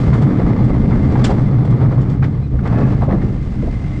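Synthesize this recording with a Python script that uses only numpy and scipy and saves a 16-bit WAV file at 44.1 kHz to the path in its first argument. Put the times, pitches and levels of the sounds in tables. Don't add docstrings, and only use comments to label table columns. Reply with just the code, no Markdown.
import sys
import numpy as np
from scipy import signal
from scipy.fft import rfft, irfft
from scipy.io import wavfile
from scipy.ndimage import uniform_filter1d, minimum_filter1d

SR = 44100
rng = np.random.default_rng(int(sys.argv[2]) if len(sys.argv) > 2 else 0)


def bounce(signal):
    frames = np.transpose(np.atleast_2d(signal))
    limited = np.clip(frames, -1, 1)
    pcm = np.round(limited * 32767).astype(np.int16)
    wavfile.write(sys.argv[1], SR, pcm)


N = 176400

# pitch in Hz, width in Hz, level in dB.
STEEL_NOTES = [(2745, 40, -9), (3270, 50, -3), (3470, 42, 3), (3576, 45, -3), (3975, 50, -8),
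               (4433, 35, -4), (4665, 45, -7), (4978, 35, -6), (5475, 35, -7), (6805, 45, -7),
               (7331, 40, -10), (7850, 45, -9)]


def body_boom():
    # time in seconds, level in dB.
    loudness = [(0, -12), (.22, -11), (.32, -18), (.64, -14.5), (.8, -17.5), (1.3, -17), (1.5, -12),
                (2.0, -12.5), (2.25, -15), (2.5, -21.5), (2.73, -16), (3.0, -13.5), (3.3, -20),
                (3.45, -24.5), (4.0, -22.5)]
    curve_end_s, release_s = 2.5, .1
    boom = steady(noisy_note(hz=125.74, width_hz=36), span_s=0.64)
    swell = abs(signal.hilbert(boom))
    boom = unit(boom / (swell + 0.81) ** 0.47)
    in_curve = np.clip((curve_end_s - seconds()) / release_s, 0, 1)
    throb = pulsing(per_s=7.49, crest_s=2.25, swing_db=2 * in_curve)
    return level(loudness) * boom * throb


def chassis_rumble():
    # time in seconds, level in dB.
    loudness = [(0, -19), (.33, -15.5), (1.44, -17.5), (1.53, -20.5), (2.33, -23), (2.39, -32.5),
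                (2.6, -22), (2.83, -16), (3.0, -24), (3.12, -18.5), (3.45, -29.5), (3.62, -21.5),
                (3.8, -31), (4.0, -26)]
    # frequency in Hz, level in dB.
    tone = [(70, -22), (140, -10.5), (175, 1.5), (205, 2.5), (240, -3), (295, -3), (355, -14.5), (500, -30),
            (1000, -69), (5000, -100)]
    return level(loudness) * steady(colour(noise(), tone), span_s=0.073)


def wheel_roar(flutter):
    # time in seconds, level in dB.
    loudness = [(0, -23.5), (.45, -23), (.8, -25), (1.12, -25), (1.2, -21), (1.33, -21), (1.45, -27),
                (1.62, -26.5), (1.83, -24.5), (2.02, -27), (2.15, -30.5), (2.35, -32.5), (2.5, -39.5),
                (2.64, -30), (2.82, -22), (2.99, -28.5), (3.17, -30.5), (3.42, -36), (3.62, -34), (4, -35)]
    # frequency in Hz, level in dB.
    tone = [(150, 1.5), (300, -0.5), (420, 2), (620, -5.5), (730, -5.5), (1000, -12.5), (1180, -10),
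            (1450, -18), (2150, -21.5), (2600, -35), (4500, -38), (8500, -63), (11000, -87.5)]
    grit_per_s, grit_share = 260, 0.27
    hits = rng.random(N) < grit_per_s / SR
    strength = amp(1.5 * np.minimum(rng.exponential(1, N), 3.5))
    grit = unit(hits * strength * np.sign(noise()))
    rolling = np.sqrt(grit_share) * grit + np.sqrt(1 - grit_share) * noise()
    roar = colour(rolling * amp(2 * flutter), tone)
    return level(loudness) * steady(roar, span_s=.09)


def rail_hiss(flutter):
    # time in seconds, level in dB.
    hiss_loudness = [(0, -38.5), (.15, -48), (.8, -49.5), (1.1, -46.5), (1.3, -41.5), (1.5, -52),
                     (1.9, -51), (2.2, -53.5), (2.55, -55.5), (2.67, -49), (2.88, -46), (3.1, -50),
                     (3.4, -48.5), (4, -46.5)]
    ring_loudness = [(0, -63), (1.3, -61.5), (2.4, -74), (4, -72)]
    # frequency in Hz, level in dB.
    tone = [(500, -3.5), (1500, 5.5), (2200, 5), (2600, 1), (3500, -3.5), (5000, -6), (6000, -10),
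            (8200, -14), (9300, -21), (11000, -32.5), (16000, -63.5)]
    hiss = colour(noise() * amp(1.2 * flutter), tone)
    ring = unit(sum(amp(db) * resonate(hiss, hz, width) for hz, width, db in STEEL_NOTES))
    return level(hiss_loudness) * hiss + level(ring_loudness) * ring


def wheels():
    flutter = colour(noise(), [(3, -11.5), (10, 7), (25, -4.5), (90, -6.5), (200, -36), (1000, -100)])
    return wheel_roar(flutter) + rail_hiss(flutter)


def jolts():
    # start in seconds, level in dB, pitch in Hz.
    hits = [(0.076, -5, 70), (0.442, -9, 49), (.74, -14, 76), (0.836, -10, 72), (1.064, -12, 77.7),
            (2.167, -9.5, 80), (2.537, -9, 62.3), (3.09, -27, 71.7), (3.615, -13, 55), (3.664, -11, 35.4)]
    out = np.zeros(N)
    for start, db, hz in hits:
        rocking = np.sin(2 * np.pi * (hz * seconds() + rng.random()))
        out += amp(db) * strike(start, rise_s=0.0029, fade_s=0.043) * rocking
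    return out


def bumps():
    # start in seconds, level in dB, centre frequency in Hz, fade in seconds.
    hits = [(0.125, -27, 1250, 0.03), (0.214, -26.5, 874, 0.021), (0.395, -23, 900, 0.011),
            (0.498, -24, 750, 0.013), (0.904, -30.5, 1040, 0.089), (1.151, -19, 835, 0.01),
            (1.242, -29, 1150, 0.041), (1.29, -18, 646, 0.027), (1.845, -29.5, 1060, 0.02),
            (1.973, -28, 720, 0.0099), (2.221, -25.5, 1190, 0.019), (2.238, -32, 2060, 0.0082),
            (2.536, -27, 377, 0.024), (2.586, -33, 1180, 0.0089), (2.651, -27.5, 1200, 0.034),
            (2.722, -24.5, 810, 0.012), (2.767, -25, 646, 0.025), (3.016, -20.5, 823, 0.022),
            (3.078, -17.5, 483, 0.02), (3.096, -22.5, 856, 0.043), (3.124, -16.5, 380, 0.033),
            (3.213, -35.5, 1720, 0.011), (3.233, -12.5, 193, 0.039), (3.626, -20, 390, 0.014),
            (3.671, -23, 442, 0.018)]
    # frequency in Hz, level in dB.
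    frame = [(100, 11), (600, 4.5), (870, -1.5), (1400, -4.5), (2150, -0.5), (2550, -10), (4500, -1),
             (9000, -9.5)]
    frame_hz, frame_db = np.transpose(frame)
    hz = np.geomspace(30, 16000, 80)
    carried_db = np.interp(np.log(hz), np.log(frame_hz), frame_db)
    out = np.zeros(N)
    for start, db, centre, fade in hits:
        drop_db = 20 * np.hypot(np.log2(hz / centre), 0.24)
        burst = steady(colour(noise(), np.c_[hz, carried_db - drop_db]), span_s=0.0031)
        out += amp(db) * strike(start, rise_s=0.0067, fade_s=fade) * burst
    return out


def clacks():
    # start in seconds, level in dB, fade in seconds.
    hits = [(.133, -45, 0.061), (.216, -47, 0.02), (0.641, -48.5, 0.02), (1.2405, -22, 0.015),
            (1.301, -46.5, 0.013), (1.413, -53, 0.011), (1.648, -49, 0.022), (1.702, -50, 0.02),
            (2.01, -49.5, 0.018), (2.094, -49, 0.024), (2.236, -50, 0.026), (2.67, -46.5, 0.01)]
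    # frequency in Hz, level in dB.
    tone = [(500, -4.5), (1500, 5), (2600, 3), (3200, 10), (3850, 0.5), (4600, 1.5), (6000, -2), (8200, -6),
            (9500, -18.5), (10600, -22.5), (11200, -30.5), (16000, -39)]
    rise_s = .0065
    bursts, blows = np.zeros(N), np.zeros(N)
    for start, db, fade in hits:
        faint_tail = amp(-30) * strike(start, rise_s, fade_s=.03)
        bursts += amp(db) * (strike(start, rise_s, fade) + faint_tail)
        blows[round(start * SR)] += amp(db)
    t = np.arange(SR // 10) / SR
    ring = np.zeros(len(t))
    for hz, width, db in STEEL_NOTES:
        dying = np.exp(-np.pi * width * t)
        ring += amp(db) * dying * np.sin(2 * np.pi * (hz * t + rng.random()))
    ring *= amp(1.5) * np.minimum(t / rise_s, 1)
    return bursts * colour(noise(), tone) + signal.oaconvolve(blows, ring)[:N]


def panel_rattle():
    # time in seconds, level in dB.
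    loudness = [(2.55, -69), (2.66, -36.5), (2.8, -26.5), (2.87, -32), (2.98, -44), (3.25, -39.5),
                (3.45, -75)]
    # pitch in Hz, width in Hz, level in dB.
    notes = [(410, 20, -4), (576, 38, 3), (685, 27, 2.5), (830, 24, 0.5), (1140, 49, -2.5),
             (1380, 76, -9.5), (1708, 70, -3.5), (2560, 60, -10)]
    # frequency in Hz, level in dB.
    tone = [(150, -15), (400, 1.5), (2600, -4), (5000, -8), (8500, -16), (11000, -42)]
    knocks_per_s = 320
    knocks = (rng.random(N) < knocks_per_s / SR) * rng.uniform(0.56, 1, N)
    panels = sum(amp(db) * unit(resonate(knocks * noise(), hz, width)) for hz, width, db in notes)
    return level(loudness) * steady(colour(panels, tone), span_s=0.05)


def wheel_whine():
    # time in seconds, level in dB.
    loudness = [(0, -50.5), (1.1, -47.5), (1.6, -54), (2.5, -63), (2.75, -54), (3.5, -58), (3.65, -49),
                (4, -48)]
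    whine = steady(noisy_note(hz=2070, width_hz=62), span_s=0.064)
    return level(loudness) * whine * pulsing(per_s=9.27, crest_s=3.63, swing_db=4.5)


def wheel_squeak():
    # pitch in Hz and level in dB, both at the top of the arch.
    notes = [(4050, -56), (2480, -52.5)]
    start_s, length_s, pitch_sag, pitch_jitter = 2.405, .075, .11, .17
    arch = np.sin(np.pi * np.clip((seconds() - start_s) / length_s, 0, 1))
    pitch_ratio = 1 - pitch_sag * (1 - arch) + pitch_jitter * noise()
    bent_time = np.cumsum(pitch_ratio) / SR
    return arch * sum(amp(db) * np.sin(2 * np.pi * hz * bent_time) for hz, db in notes)


def wind():
    # time in seconds, level in dB.
    loudness = [(0, -26), (.3, -25), (.85, -15), (1.6, -22.5), (2.3, -22), (3.05, -18), (3.45, -20),
                (4, -21.5)]
    # frequency in Hz, level in dB.
    tone = [(10, -14), (25, -3), (45, 0.5), (60, -0.5), (78, 3), (100, -4.5), (160, -7.5), (400, -32.5),
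            (4000, -100)]
    return level(loudness) * steady(colour(noise(), tone), span_s=0.052)


def seconds():
    return np.arange(N) / SR


def amp(db):
    return 10 ** (np.asarray(db) / 20)


def unit(x):
    return x / np.sqrt(np.mean(x ** 2) + 1e-20)


def level(points):
    return amp(np.interp(seconds(), *np.transpose(points)))


def noise():
    return rng.standard_normal(N)


def colour(x, points):
    hz, db = np.transpose(points)
    log_hz = np.log(np.fft.rfftfreq(N, 1 / SR) + 1)
    gain = amp(np.interp(log_hz, np.log(hz), db))
    return unit(irfft(rfft(x) * gain, N))


def resonate(x, hz, width_hz):
    decay = np.exp(-np.pi * width_hz / SR)
    return 2 * signal.lfilter([1 - decay], [1, -decay * np.exp(2j * np.pi * hz / SR)], x).real


def noisy_note(hz, width_hz):
    return resonate(resonate(noise(), hz, width_hz), hz, width_hz)


def steady(x, span_s):
    size = max(int(span_s * SR), 2)
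    power = uniform_filter1d(uniform_filter1d(x ** 2, size), size)
    return x / np.sqrt(power + 1e-12)


def strike(start, rise_s, fade_s):
    t = seconds() - start
    return np.clip(t / rise_s, 0, 1) * np.exp(-np.maximum(t - rise_s, 0) / fade_s)


def pulsing(per_s, crest_s, swing_db):
    return amp(swing_db * np.cos(2 * np.pi * per_s * (seconds() - crest_s)))


def scene():
    ride = wind() + body_boom() + chassis_rumble() + wheels() + wheel_whine()
    events = panel_rattle() + bumps() + jolts() + clacks() + wheel_squeak()
    return (ride + events)[None]


def record(dry):
    ceiling, hold_s, top_hz = .71, .008, 15700
    size = int(hold_s * SR)
    needed_gain = ceiling / np.maximum(abs(dry[0]), ceiling)
    gain = uniform_filter1d(minimum_filter1d(needed_gain, size), size)
    gain *= signal.windows.tukey(N, .001)
    treble_cut = signal.firwin(511, top_hz, window=("kaiser", 9), fs=SR)
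    return signal.oaconvolve(dry * gain, treble_cut[None], "same")


dry = scene()
out = record(dry)
bounce(out)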